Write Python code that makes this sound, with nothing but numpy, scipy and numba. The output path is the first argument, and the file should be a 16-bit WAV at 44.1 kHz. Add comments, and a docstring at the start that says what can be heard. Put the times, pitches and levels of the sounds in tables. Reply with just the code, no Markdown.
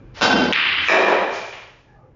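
"""A snooker shot in a bare, echoing hall. Over the hall's low noise, the cue slides across the hand and
strikes; its shaft rings and the table thuds. The cue ball rolls and clicks on a coloured ball, which
smacks into a corner pocket with a puff of hiss, drops, and runs down the return rail as a second hiss
swells. Faint, far-off tones come last. The small microphone's limiter turns the sound down at each loud
blow and back up as the echo dies away, so the knocks swell into a long wash."""
import sys
import numpy as np
from scipy import signal
from scipy.fft import rfft, irfft
from scipy.io import wavfile
from scipy.ndimage import uniform_filter1d, minimum_filter1d
from numba import njit

SR = 44100
rng = np.random.default_rng(int(sys.argv[2]) if len(sys.argv) > 2 else 0)


def wav_record(signal):
    """Record a signal, one row per channel, as 16-bit PCM in the file named by sys.argv[1]."""
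    frames = np.transpose(np.atleast_2d(signal))
    bounded = np.clip(frames, -1, 1)
    # unit amplitude maps onto the largest positive 16-bit level
    quanta = np.round(bounded * 32767).astype(np.int16)
    wavfile.write(sys.argv[1], SR, quanta)


N = 94815

# How the noises grow and fade. Each row: time in seconds, level in dB.
BACKGROUND_LEVELS = [(0, -42.5), (.15, -44.5), (1.2, -49), (1.8, -52.5), (2.03, -50.5), (2.15, -49)]
SLIDE_LEVELS = [(.132, -73.5), (.15, -45), (.18, -35.5), (.21, -37), (.23, -110)]
ROLL_LEVELS = [(.22, -54.5), (.4, -32), (.65, -31), (.85, -30.5), (.95, -37), (1.3, -51), (1.7, -74)]
RAIL_LEVELS = [(1.1, -66), (1.2, -37), (1.42, -30), (1.5, -38), (1.6, -40), (1.7, -53.5), (1.8, -64),
               (2.0, -93.5)]
# How deep or bright each sound is. Each row: frequency in Hz, relative strength there in dB.
BACKGROUND_SPECTRUM = [(25, -5), (45, 1.5), (70, -10), (128, 1), (180, -12), (450, -13), (700, -25.5),
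                       (1500, -29), (2700, -39.5), (4000, -52), (7000, -55.5)]
SLIDE_SPECTRUM = [(180, -39), (300, -12.5), (693, -3.5), (1300, -8.5), (1520, -7), (5450, -15), (7200, -28),
                  (9360, -54.5), (15800, -120)]
TIP_SPECTRUM = [(60, -25), (130, -8.5), (400, -1.5), (700, 1), (1200, -3.5), (1800, -7.5), (3000, -9.5),
                (5200, -12.5), (6400, -21), (7200, -25)]
ROLL_SPECTRUM = [(25, -5.5), (45, -8), (62, -14.5), (88, 8), (125, -13), (250, -14), (800, -33)]
THUD_SPECTRUM = [(30, -12.5), (70, -26.5), (130, -19.5), (192, -0.5), (225, 0.5), (262, 0.5), (330, -2),
                 (600, -12), (1200, -23), (3000, -41.5)]
BALL_SPECTRUM = [(150, -16), (350, -18.5), (650, -23), (1000, -12.5), (1600, -5.5), (2400, 0.5), (3100, -3),
                 (4000, -13), (5000, -21.5), (6200, -39), (7300, -44)]
SNAP_SPECTRUM = [(1500, -13), (3000, 0), (5000, -5.5), (6300, 0)]
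POCKET_SPECTRUM = [(60, -36.5), (125, -42.5), (185, -5.5), (250, -10), (350, -1), (550, 5), (1000, -2),
                   (1700, -7.5), (2500, -13.5), (3000, -14.5), (4500, -26.5), (6500, -34.5), (7300, -39)]
HISS_SPECTRUM = [(500, -19.5), (2000, 4), (3600, -0.5), (5500, -1.5), (6600, -5), (7300, -12.5)]
RAIL_SPECTRUM = [(150, -21.5), (400, -8), (1100, -1), (1800, -10.5), (2200, -8.5), (2380, 9), (2550, -9),
                 (3200, -10), (4200, -18.5), (7000, -27.5)]
# The single hits. Each row: start in seconds, level in dB. The cue tip knocks once; its second row is a strong
# echo of that knock, arriving 7 ms later.
TIP_ARRIVALS = [(0.2112, -15.5), (.2180, 6)]
TABLE_THUDS = [(.264, -5), (.325, -1), (.372, -8)]
BALL_CLICKS = [(0.5254, 14.5)]
RAIL_HITS = [(1.525, -34.5), (1.619, -43.5), (1.695, -52)]
# The notes of the cue's shaft and the pocket's frame.
# Each row: pitch in Hz, width in Hz (wider dies sooner), relative strength in dB.
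SHAFT_NOTES = [(1530, 18, 1), (1565, 11, 1), (2745, 51, -4.5), (3107, 27, -4.5), (3475, 22, -7.5),
               (3815, 35, -10), (4497, 30, -8), (4995, 18, -7.5), (5300, 40, -10)]
FRAME_NOTES = [(1280, 295, -2.5), (1796, 290, 1), (2332, 186, -2), (3710, 420, -12), (5085, 790, -13.5),
               (6540, 890, -33.5)]
# The ball in the pocket. Each row: start in seconds, knock level in dB, frame's ring level in dB.
POCKET_HITS = [(.8845, -13.5, 3), (.897, -0.5, -12.5), (.934, 0.5, -19.5), (.987, -4, -23),
               (1.083, -4.5, -29)]
# Each row: time of the peak in seconds, level in dB, seconds to rise 20 dB, seconds to fall 60 dB.
HISS_SWELLS = [(.885, -23.5, .08, 0.05), (1.344, -31, 0.068, 0.8351)]
# Each row: start in seconds, length in seconds, pitch in Hz, level in dB.
DISTANT_TONES = [(1.83, 0.3, 820, -56), (1.854, 0.14, 1700, -59), (1.95, .16, 1200, -59),
                 (1.998, .14, 510, -57.5), (1.95, 0.095, 640, -55)]
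# The hall's first echoes. Each row: delay in seconds, relative strength in dB.
FIRST_ECHOES = [(.0072, 0.5), (.0122, -9.5), (.0197, -6), (.0288, -9.5), (.0352, -6), (.0458, -4)]
# The hall's long echo. Each row: frequency in Hz, seconds to fall 60 dB.
HALL_FADES = [(100, 0.69), (400, .76), (1200, 0.8), (2500, 0.79), (4500, 0.71), (7000, 0.52)]


def amp(db):
    """Turn decibels into a gain."""
    return 10 ** (np.asarray(db) / 20)


def level(points):
    """A gain for every sample, joining up (seconds, dB) points."""
    times, db = np.transpose(points)
    return amp(np.interp(np.arange(N) / SR, times, db))


def pulse(spectrum):
    """One short tap with the given spectrum and an energy of 1."""
    size = 8192
    hz = np.maximum(np.fft.rfftfreq(size, 1 / SR), 1)
    row_hz, row_db = np.transpose(spectrum)
    octaves_below = np.maximum(np.log2(row_hz[0] / hz), 0)
    octaves_above = np.maximum(np.log2(hz / row_hz[-1]), 0)
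    db = np.interp(np.log(hz), np.log(row_hz), row_db) - 12 * octaves_below - 24 * octaves_above
    # Pack the energy at the start of the tap (minimum phase).
    cepstrum = irfft(np.log(amp(db)))
    cepstrum[1:size // 2] *= 2
    cepstrum[size // 2 + 1:] = 0
    tap = irfft(np.exp(rfft(cepstrum)))
    return tap / np.linalg.norm(tap)


def noise(spectrum):
    """Steady noise with the given spectrum and an average power of 1."""
    tap = pulse(spectrum)
    return signal.fftconvolve(rng.standard_normal(N + len(tap) - 1), tap, "valid")


def ringing(notes):
    """A struck object rings: each note builds over one cycle, then fades. The energy is 1."""
    t = np.arange(8192) / SR
    ring = np.zeros(len(t))
    for hz, width, db in notes:
        envelope = (1 - np.exp(-hz * t)) * np.exp(-np.pi * width * t)
        ring += amp(db) * np.sqrt(width) * envelope * np.sin(2 * np.pi * hz * t)
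    return ring / np.linalg.norm(ring)


def wander(axis, step):
    """A wobbly line that reaches a new random value every step."""
    return np.interp(axis / step, np.arange(8192), rng.standard_normal(8192))


def hall(direct_db, build_s, echo_db):
    """The hall's answer to a tap: direct sound, first echoes, and a tail that thickens over build_s."""
    size = 65536
    t, hz = np.arange(size) / SR, np.fft.rfftfreq(size, 1 / SR)
    # The hall favours some pitches, and each band fades at its own speed.
    uneven = rfft(rng.standard_normal(size)) * amp(2.0 * wander(hz, step=18))
    centres, fades = np.transpose(HALL_FADES)
    response = np.zeros(size)
    for share, fade_s in zip(np.eye(len(centres)), fades):
        band = irfft(uneven * np.interp(hz, centres, share))
        response += band * amp(-60 * t / fade_s)
    clumps = amp(1.64 * wander(t, step=0.004))  # echoes arrive in bunches
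    response *= (1 - np.exp(-t / build_s)) * clumps
    for delay, db in [(0, 0)] + FIRST_ECHOES:
        smear = rng.standard_normal(256) * np.exp(-t[:256] / 0.0018)  # rough surfaces blur each arrival
        gain = amp(direct_db + db + echo_db * (delay > 0))
        response[int(delay * SR):][:len(smear)] += gain * smear / np.linalg.norm(smear)
    return response


def heard(hits, response):
    """Place each (start in seconds, wave) hit in time and let it sound through the response."""
    track = sum(np.pad(wave, (int(start * SR), N))[:N] for start, wave in hits)
    return signal.fftconvolve(track, response)[:N]


def background():
    """The hall's low noise, there from start to end."""
    return level(BACKGROUND_LEVELS) * noise(BACKGROUND_SPECTRUM)


def cue():
    """The cue slides over the hand, its tip knocks the ball, its shaft rings and the table thuds."""
    slide = level(SLIDE_LEVELS) * noise(SLIDE_SPECTRUM)
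    knock = pulse(TIP_SPECTRUM) + amp(-4.5) * ringing(SHAFT_NOTES)
    knocks = [(start, amp(db) * knock) for start, db in TIP_ARRIVALS]
    thuds = [(start, amp(db) * pulse(THUD_SPECTRUM)) for start, db in TABLE_THUDS]
    return slide + heard(knocks + thuds, hall(direct_db=17.5, build_s=0.0066, echo_db=-2.5))


def rolling():
    """The balls rumble as they roll over the table's slate."""
    return level(ROLL_LEVELS) * noise(ROLL_SPECTRUM)


def ball_click():
    """Ball hits ball. The click's bright snap is heard only directly and in the very first echo."""
    clicks = [(start, amp(db) * pulse(BALL_SPECTRUM)) for start, db in BALL_CLICKS]
    arrivals = [(start + delay, [amp(db + path_db)])
                for start, db in BALL_CLICKS for delay, path_db in [(0, 0), FIRST_ECHOES[0]]]
    snap = heard(arrivals, amp(4) * pulse(SNAP_SPECTRUM))
    return snap + heard(clicks, hall(direct_db=26, build_s=0.012, echo_db=-1))


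def pocket():
    """The ball sets the pocket's frame ringing and knocks about as it drops."""
    knock, ring = pulse(POCKET_SPECTRUM), ringing(FRAME_NOTES)
    hits = [(start, amp(knock_db) * knock + amp(ring_db) * ring)
            for start, knock_db, ring_db in POCKET_HITS]
    return heard(hits, hall(direct_db=25, build_s=0.0066, echo_db=-8))


def hiss():
    """A thin hiss swells and fades twice."""
    t, swells = np.arange(N) / SR, np.zeros(N)
    for peak_s, db, rise_s, fade_s in HISS_SWELLS:
        before, after = np.maximum(peak_s - t, 0), np.maximum(t - peak_s, 0)
        swells += amp(db - 20 * before / rise_s - 60 * after / fade_s)
    return swells * noise(HISS_SPECTRUM)


def return_rail(tick_fade_s=0.53):
    """The ball runs down the rail and ticks lightly against it; each tick has a fading tail."""
    ticks = [(start, amp(db) * pulse(BALL_SPECTRUM)) for start, db in RAIL_HITS]
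    tail = amp(-60 * np.arange(N) / SR / tick_fade_s) * rng.standard_normal(N)
    return heard(ticks, tail) + level(RAIL_LEVELS) * noise(RAIL_SPECTRUM)


def distant_tones(width_hz=40):
    """Faint, far-off tones swell and fade. Each is a narrow band of noise, so it wavers."""
    t, tones = np.arange(N) / SR, np.zeros(N)
    for start, length, hz, db in DISTANT_TONES:
        tone = signal.fftconvolve(rng.standard_normal(N), ringing([(hz, width_hz, 0)]))[:N]
        swell = np.sin(np.pi * np.clip((t - start) / length, 0, 1))
        tones += amp(db) * swell * tone
    return tones


def scene():
    """All the sounds add up at one microphone."""
    shot = cue() + ball_click() + rolling() + pocket() + return_rail()
    return (shot + hiss() + background() + distant_tones())[None]


@njit
def recover(over_db, keep):
    """The limiter's cut in dB: it jumps up at once and eases back."""
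    held, cut_db = 0., np.zeros(len(over_db))
    for i in range(len(over_db)):
        held = max(over_db[i], held * keep)
        cut_db[i] = held
    return cut_db


def record(dry):
    """The limiter turns loud peaks down just before they land; then a filter cuts the highest treble."""
    ceiling_db, release_s, lookahead_s, cutoff_hz = -4.5, 0.29, 0.006, 7150
    over_db = np.maximum(20 * np.log10(np.abs(dry[0]) + 1e-9) - ceiling_db, 0)
    cut_db = recover(over_db, np.exp(-1 / (release_s * SR)))
    ahead = int(lookahead_s * SR)
    gain_db = uniform_filter1d(minimum_filter1d(-cut_db, ahead), ahead)
    lowpass = signal.ellip(10, 0.2, 80, cutoff_hz, fs=SR, output="sos")
    return signal.sosfilt(lowpass, dry * amp(gain_db))


dry = scene()
out = record(dry)
wav_record(out)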